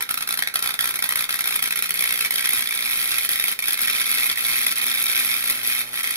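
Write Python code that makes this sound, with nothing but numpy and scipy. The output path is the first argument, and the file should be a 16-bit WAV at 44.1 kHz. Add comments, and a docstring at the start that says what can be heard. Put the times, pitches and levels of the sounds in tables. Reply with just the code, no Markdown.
"""Transformer arc in a workshop

A high-voltage transformer arcs between two porcelain bushings, close to a stereo microphone.
Mains crests fire volleys of clicks: at first on one half-wave, with stalls, later at times on both.
Near the end the sparks twice weaken into a humming flame, made of steady mains harmonics.
Panels, reflections and a noise tail ring with each crack; core hum and noise rumble lie beneath.
"""
import sys
import numpy as np
from scipy import signal
from scipy.fft import rfft, irfft
from scipy.io import wavfile
from scipy.ndimage import uniform_filter1d

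SR = 44100
rng = np.random.default_rng(int(sys.argv[2]) if len(sys.argv) > 2 else 0)


def persist_wave(psi):
    """Save psi, clipped to +-1, as 16-bit WAV."""
    counts = np.round(np.clip(psi, -1, 1) * 32767).astype(np.int16)
    wavfile.write(sys.argv[1], SR, np.atleast_2d(counts).T)


N = 271656
MAINS_HZ = 60.005


def amp(db):
    """Decibels to gain."""
    return 10 ** (np.asarray(db) / 20)


def unit(x):
    """Scales to rms 1."""
    return x / np.sqrt(np.mean(x ** 2) + 1e-20)


def over_time(rows, t):
    """Reads a one-column curve at the times t."""
    return np.interp(t, *np.transpose(rows))


def over_hz(rows, hz):
    """Reads every column of a spectrum on a log-frequency axis."""
    f, *columns = np.transpose(rows)
    return np.array([np.interp(np.log(hz + 1), np.log(f), c) for c in columns])


def causal(db):
    """Minimum-phase spectrum with the given gain: it rings only after a click."""
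    mirrored_db = np.concatenate([db, db[..., -2:0:-1]], -1)
    log_gain = np.log(amp(mirrored_db))
    return np.exp(np.conj(signal.hilbert(log_gain)))[..., :db.shape[-1]]


def leaky_energy(clicks, memory_s):
    """Click energy summed over all paths, with exponential memory."""
    keep = np.exp(-1 / (memory_s * SR))
    return signal.lfilter([1], [1, -keep], (clicks ** 2).sum(0))


def harmonics(lines):
    """Steady sines on multiples of the mains, levels as rms."""
    turns = MAINS_HZ * np.arange(N) / SR
    out = 0
    for k, db in lines:
        out = out + np.sqrt(2) * amp(db) * np.sin(2 * np.pi * (round(k) * turns + rng.random()))
    return out


# loaded core's hum: t/s, even-harmonic level/dB, odd-harmonic level/dB
CORE = [(0, -61, -67), (.8, -60.5, -64.5), (2.2, -61, -60), (2.6, -61, -65), (3.6, -62, -66),
        (4.0, -58.5, -65), (5.2, -58.5, -66), (5.6, -60, -72), (6.16, -62, -72)]
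# core spectrum: multiple of mains, relative level/dB
CORE_LINES = [(2, -9), (3, -.5), (4, 1.5), (6, -5.5), (7, .5)]


def core_hum(clicks, waver_db=1.8, waver_points=30, load_memory_s=.02, load_share=.8):
    """The core hums with the current that the sparks draw and sags in stalls; each line wavers slowly."""
    t = np.arange(N) / SR
    s, *even_odd_db = np.transpose(CORE)
    load = leaky_energy(clicks, load_memory_s)
    load = abs(uniform_filter1d(load, round(SR / MAINS_HZ)))  # one mains cycle
    relative_load = load / uniform_filter1d(load, SR)  # against 1 s around
    swing = relative_load ** (load_share / 2)  # share of the load's dB swing
    out = np.zeros(N)
    for k, db in CORE_LINES:
        waver = np.interp(t, np.linspace(0, t[-1], waver_points), rng.standard_normal(waver_points))
        level_db = np.interp(t, s, even_odd_db[round(k) % 2]) + waver_db * waver
        out += swing * amp(level_db) * harmonics([(k, db)])
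    return out


# background noise shape: f/Hz, relative density level/dB
RUMBLE = [(20, -6.5), (60, -7.5), (140, -6.5), (300, -5.5), (700, -6), (2000, -7), (15000, -23.5)]


def rumble(clicks, floor_db=-50.5, apart=1.72, stirred_db=6, linger_s=.0041):
    """Low noise: a steady floor, and a flutter of heated air that follows the spark energy."""
    shared, *own = rng.standard_normal((3, N))
    shape = amp(over_hz(RUMBLE, np.fft.rfftfreq(N, 1 / SR)))
    stereo = shared + apart * np.array(own)
    noise = unit(irfft(rfft(stereo) * shape, N))
    heat = leaky_energy(clicks, linger_s)
    swell = np.sqrt(1 + amp(stirred_db) ** 2 * heat / heat.mean())
    return amp(floor_db) * swell * noise


# arc course: t/s, full volley level/dB, sputter level/dB (no flashover),
# chance that the opposite half-wave flashes over (0-1)
ARC = [(0, -19, -42, 0), (1.5, -18.5, -32, 0), (2.201, -18.5, -33, 0), (2.551, -20.5, -38, 0),
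       (2.681, -20.5, -39, 0), (2.851, -21.5, -22.5, 0), (3.048, -19.5, -24.5, 0), (3.302, -22.5, -29.5, 0),
       (3.648, -20, -33, 0), (3.8, -18.5, -41, 0), (3.919, -20, -49, .7), (4.222, -17.5, -26, .5),
       (4.358, -21, -33.5, 0), (4.5, -19, -21, .6), (4.752, -19.5, -43, .7), (5.199, -18, -60, .9),
       (5.329, -22.5, -12.5, .6), (5.45, -20, -32, .5), (5.748, -21, -18.5, .6), (6.03, -22, -28, 0),
       (6.16, -20, -31, 0)]
# stalls: t/s of the new strike, mains cycles missed before it
STALLS = [(.09, 3), (.141, 1), (.173, 1), (.208, 1), (.273, 2), (.373, 1), (.423, 1), (.473, 2), (.54, 3),
          (.591, 1), (.623, 1), (.74, 1), (.79, 2), (.94, 1), (.99, 1), (1.023, 1), (1.09, 1), (1.157, 1),
          (1.29, 2), (1.39, 1), (1.441, 1), (1.591, 1), (1.623, 1), (1.707, 1), (1.757, 1), (1.824, 1),
          (1.891, 1), (1.94, 1), (2.307, 2), (3.29, 1), (3.59, 3), (3.623, 1), (3.773, 1), (4.357, 1),
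          (4.757, 1), (6.032, 1)]
# individually set flashovers: t/s, level/dB, brightness/dB
FLASHOVERS = [(.108, -17, 2), (.174, -17.5, 2), (.424, -15.5, -4.5), (.474, -18.5, -6), (.558, -13.5, 0),
              (.624, -16, 1.5), (.791, -16, -3.5), (.808, -16, 4), (.874, -18.5, -2), (.958, -17.5, 3),
              (1.024, -17, 0), (1.041, -16.5, 2), (1.091, -17, 4), (1.124, -17, -1), (1.158, -15, 4),
              (1.291, -17.5, -4), (1.391, -18.5, -3), (1.474, -15.5, 4), (1.557, -16, 5), (1.624, -14, 6.5),
              (1.674, -17, 2), (1.707, -16.5, 1), (1.824, -16, -1.5), (1.907, -16, -2), (1.941, -19.5, 9),
              (1.991, -16.5, 3), (2.207, -14, -1), (2.249, -17.5, -5), (2.307, -15.5, 3), (2.357, -16, 2),
              (2.382, -17, -5), (2.449, -17, -3), (2.457, -15, 0), (2.491, -16.5, 5), (2.532, -15, 7),
              (2.549, -20, 2), (2.566, -21, 2), (2.582, -21, 10), (2.591, -18, -2), (2.749, -25, 16),
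              (3.116, -16.5, -6), (3.182, -15.5, 0), (3.232, -21.5, 2), (3.249, -18, 4), (3.291, -15, 3.5),
              (3.316, -19, 13), (3.332, -19, -1), (3.357, -17.5, 4), (3.399, -15.5, 1), (3.441, -15.5, 6),
              (3.482, -15, 6), (3.516, -19.5, 6), (3.591, -17, 3), (3.682, -16, 5), (3.732, -19, 7),
              (3.816, -17.5, 11), (3.899, -15, -5.5), (4.116, -17.5, 8), (4.298, -16.5, -5.5),
              (4.491, -16.5, 4), (4.666, -12.5, 3), (4.799, -26, -15), (5.024, -20, 11), (5.182, -21.5, 0),
              (5.191, -15.5, 4), (5.257, -21.5, 16), (5.499, -14, 5), (5.507, -16.5, 9), (5.674, -19, 14),
              (6.032, -21, 3), (6.049, -21.5, -1), (6.107, -18.5, 4)]


def volleys(scatter_db=1.22, sputter_scatter_db=2.5, bright_scatter_db=2.25):
    """Time, level and brightness of the volley at each mains crest: flashover, sputter or stall."""
    first_crest_s, opposite_lead_s = .0074, .0005
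    restrike_db, hot_gap_db, misfire_share = -1.05, -1.5, .12
    crest = np.arange(int(2 * MAINS_HZ * N / SR))
    s = first_crest_s + crest / (2 * MAINS_HZ)
    opposite = crest % 2 == 1
    chance, bright = np.clip(rng.standard_normal((2, len(s))), -2, 2)
    times, *columns = np.transpose(ARC)
    full_db, sputter_db, both = (np.interp(s, times, c) for c in columns)
    # where both half-waves fire, the easy one may misfire
    flash_chance = np.where(opposite, both, 1 - misfire_share * both)
    flashes = rng.random(len(s)) < flash_chance
    db = np.where(flashes, full_db + scatter_db * chance, sputter_db + sputter_scatter_db * chance)
    db += hot_gap_db * np.roll(flashes & opposite, 1)  # gap still hot: softer
    bright = bright_scatter_db * bright
    for start, end, quench_db in FLAMES:
        db -= quench_db * burning(s, start, end)
    for at, missed in STALLS:
        k = np.argmin(abs(s - at))
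        db[k - 2 * missed:k] = -np.inf
        db[k] = full_db[k] + restrike_db
    for at, level_db, bright_db in FLASHOVERS:
        k = np.argmin(abs(s - at))
        db[k], bright[k] = level_db, bright_db
    return s - opposite_lead_s * opposite, db, bright


def snaps(bright_db, size=7):
    """Click shape per volley: hard and thin, or soft and full."""
    soft = np.hanning(size) / np.hanning(size).sum()
    hard = signal.unit_impulse(size, "mid") - soft
    return amp(-bright_db / 2)[:, None] * soft + amp(bright_db / 2)[:, None] * hard


def sparks(level_db=26.5, recharge_s=.00075, unevenness=.2, jitter_s=.00013, size_scatter_db=3.5,
           rise_db_per_spark=.5, typical_sparks=4.19, max_sparks=7, paths=20):
    """The gap recharges and snaps several times per volley; one click train per path through the air."""
    s, db, bright_db = volleys()
    wait, size = rng.standard_normal((2, len(s), max_sparks))
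    wait = recharge_s * np.exp(unevenness * wait)
    start = s + jitter_s * rng.standard_normal(len(s))
    at = start[:, None] + np.cumsum(wait, 1) - wait[:, :1]
    rank = np.arange(max_sparks)
    spark_count = np.maximum(typical_sparks + rng.standard_normal((len(s), 1)), 2)
    fired = np.clip(spark_count - rank, 0, 1)  # last spark may be partial
    size = fired * amp(size_scatter_db * size + rise_db_per_spark * rank)
    # sparks share the volley's energy
    size *= amp(db + level_db)[:, None] / np.linalg.norm(size, axis=1, keepdims=True)
    path = rng.integers(0, paths, (len(s), 1, 1))  # one path per volley
    shape = snaps(bright_db)
    clicks = np.zeros((paths, N))
    samples = np.clip(at[..., None] * SR + np.arange(shape.shape[1]), 0, N - 1).astype(int)
    np.add.at(clicks, (path, samples), size[..., None] * shape[:, None])
    return clicks


# near reflections from lid, back panel and floor: delay t/s, left gain, right gain (direct = 1)
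ECHOES = [(.0011, 0.18, 0.45), (.0034, -0.75, 0.043), (.0052, -0.058, 0.14), (.0077, -0.1, -0.17),
          (0.0126, 0.6, 0.25), (0.014, -0.0069, 0.11)]
# workshop tail: f/Hz, level/dB against direct before build-up, left-right likeness (-1 to 1)
ROOM = [(100, -4, -0.1), (300, 1, 1), (700, 4.5, .4), (1360, 3, -0.1), (2760, -1.5, 0.55), (4530, 2, 0.57),
        (7060, 1.5, -0.27), (9300, -2.5, 0.89), (12960, -5, 0.4), (13900, -0.5, 0.2)]
# workshop ring time: f/Hz, t60/s
ROOM_DECAY = [(200, .22), (1350, .26), (2760, .24), (4500, .2), (9000, .19), (14000, .22)]


def workshop(clicks, rasp_db=-1, rasp_s=.0006, build_s=.0045, shared=.6, shared_hz=2500,
             wander_s=.00006, size=12288):
    """Each path: a shock, a short rasp from its crooked channel, near reflections and a diffuse tail."""
    noise = rng.standard_normal((len(clicks) + 1, 2, size))
    hz, t, z = signal.stft(noise, SR, nperseg=256)
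    wet_db, same = over_hz(ROOM, hz)[:, :, None]
    t60 = over_hz(ROOM_DECAY, hz).T
    same = np.clip(same, -1, 1)
    z[:, 1] = same * z[:, 0] + np.sqrt(1 - same ** 2) * z[:, 1]
    # all paths share part of the noise, least in the treble
    kept = shared / np.hypot(1, hz[:, None] / shared_hz)
    z = kept * z[0] + np.sqrt(1 - kept ** 2) * z[1:]
    unit_energy = np.sqrt(2 * np.log(1000) / (t60 * SR))
    decay = amp(wet_db) * np.exp(-np.log(1000) * t / t60) * unit_energy
    rasp, tail = signal.istft(np.array([z, z * decay]), SR, nperseg=256)[1][..., :size]
    age = np.arange(size) / SR
    rasp_gain = amp(rasp_db) * np.exp(-age / rasp_s) * np.sqrt(2 / (rasp_s * SR))
    response = rasp_gain * rasp + tail * (1 - np.exp(-age / build_s))
    response[..., 0] += 1  # direct shock
    for delay, left, right in ECHOES:
        for path in response:  # each path a little nearer or farther
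            path_delay_s = abs(delay + wander_s * rng.standard_normal())
            path[:, round(path_delay_s * SR)] += left, right
    return signal.oaconvolve(clicks[:, None], response, axes=2).sum(0)[:, :N]


# spark thump: t/s, extra level/dB
BODY = [(0, 7.5), (.8, 7), (1.4, 4.5), (2, 0), (3, 0.5), (4, 0), (5.4, 0.5), (5.58, 1.5), (5.72, -2),
        (5.9, 4), (6.16, -1)]


def thumping(x, thump_hz=1650, snap_hz=2300, snap_q=3, trade=.7):
    """Long single sparks thump; short branching ones trade that for a higher snap."""
    body_db = over_time(BODY, np.arange(N) / SR)
    thump = signal.sosfiltfilt(signal.butter(4, thump_hz, fs=SR, output="sos"), x)
    snap = signal.filtfilt(*signal.iirpeak(snap_hz, snap_q, fs=SR), x)
    return x + (amp(body_db) - 1) * thump + (amp(-trade * body_db) - 1) * snap


# spark colour at the microphone: f/Hz, left level/dB, right level/dB
COLOUR = [(60, -41, -29), (250, -34, -33), (590, -23.5, -24), (1100, -21.5, -18), (1454, -16, -17.5),
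          (2213, 0, 5.5), (3790, -6, -4), (5280, -9, -8), (7170, -17.5, -19), (8040, -15, -14),
          (10160, -3.5, 3), (11750, 0, -1), (13530, -8, -9.7), (15700, -14.5, -16)]
# resonant bumps in the crack colour: f/Hz, width/Hz, level/dB
RESONANCES = [(800, 150, 2.5), (1335, 190, 7.5), (1600, 150, 5), (1890, 140, 4), (2230, 260, 1),
              (2550, 220, 2.5), (3145, 100, 3), (3660, 350, 3)]
# microphone port notches: f/Hz, width/Hz, level/dB
NOTCHES = [(2860, 170, -24), (4985, 130, -8)]
# lead of right port over left: f/Hz, phase/rad
PORT_PHASE = [(20, 0.5), (700, 1), (1250, 0.42), (1600, 2.12), (2900, 2.5), (3700, 4.5), (5000, 4),
              (7000, 4), (10000, 3), (12700, 4), (14000, 1.5), (16000, 2.5)]


def coloured(x, size=4096, lead_samples=64):
    """Resonant bumps and the two microphone ports filter every crack."""
    hz = np.fft.rfftfreq(size, 1 / SR)
    db = over_hz(COLOUR, hz)
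    for f, width, gain_db in RESONANCES + NOTCHES:
        db = db + gain_db / (1 + (2 * (hz - f) / width) ** 2)
    ports = np.exp(.5j * over_hz(PORT_PHASE, hz) * np.array([[-1], [1]]))
    common_db = db.mean(0)
    spectrum = causal(common_db) * amp(db - common_db) * ports
    response = np.roll(irfft(spectrum), lead_samples, 1)  # room for the port lead
    return signal.fftconvolve(x, response, axes=1)[:, lead_samples:N + lead_samples]


def burning(t, start, end, form_s=.025, break_s=.033):
    """How fully a flame has formed, 0-1: linear rise and fall."""
    return np.clip(np.minimum((t - start) / form_s, (end - t) / break_s), 0, 1)


# flames that short the gap: start t/s, end t/s, spark quench level/dB
FLAMES = [(5.497, 5.652, 3.5), (5.811, 5.95, 11)]
# flame spectrum: multiple of mains, relative level/dB
FLAME_LINES = [(2, -1), (4, -7), (6, -5), (8, -5), (10, -4), (12, -5), (14, -4)]


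def flame_hum(level_db=-58, linger_s=.02):
    """A flame buzzes on even mains harmonics, from just before the quenching to just after."""
    t = np.arange(N) / SR
    flame = np.max([burning(t, start - linger_s, end + linger_s) for start, end, _ in FLAMES], axis=0)
    return amp(level_db) * flame * harmonics(FLAME_LINES)


def scene():
    """The arc in its room, over hums and rumble."""
    clicks = sparks()
    cracks = coloured(thumping(workshop(clicks)))
    return cracks + core_hum(clicks) + flame_hum() + rumble(clicks)


def record(dry, clip_level=.76, edge_hz=15750):
    """Hard clipping of peaks, then a steep low-pass."""
    clipped = np.clip(dry, -clip_level, clip_level)
    lowpass = signal.firwin(511, edge_hz, window=("kaiser", 9), fs=SR)
    return signal.oaconvolve(clipped, lowpass[None], "same")


dry = scene()
out = record(dry)
persist_wave(out)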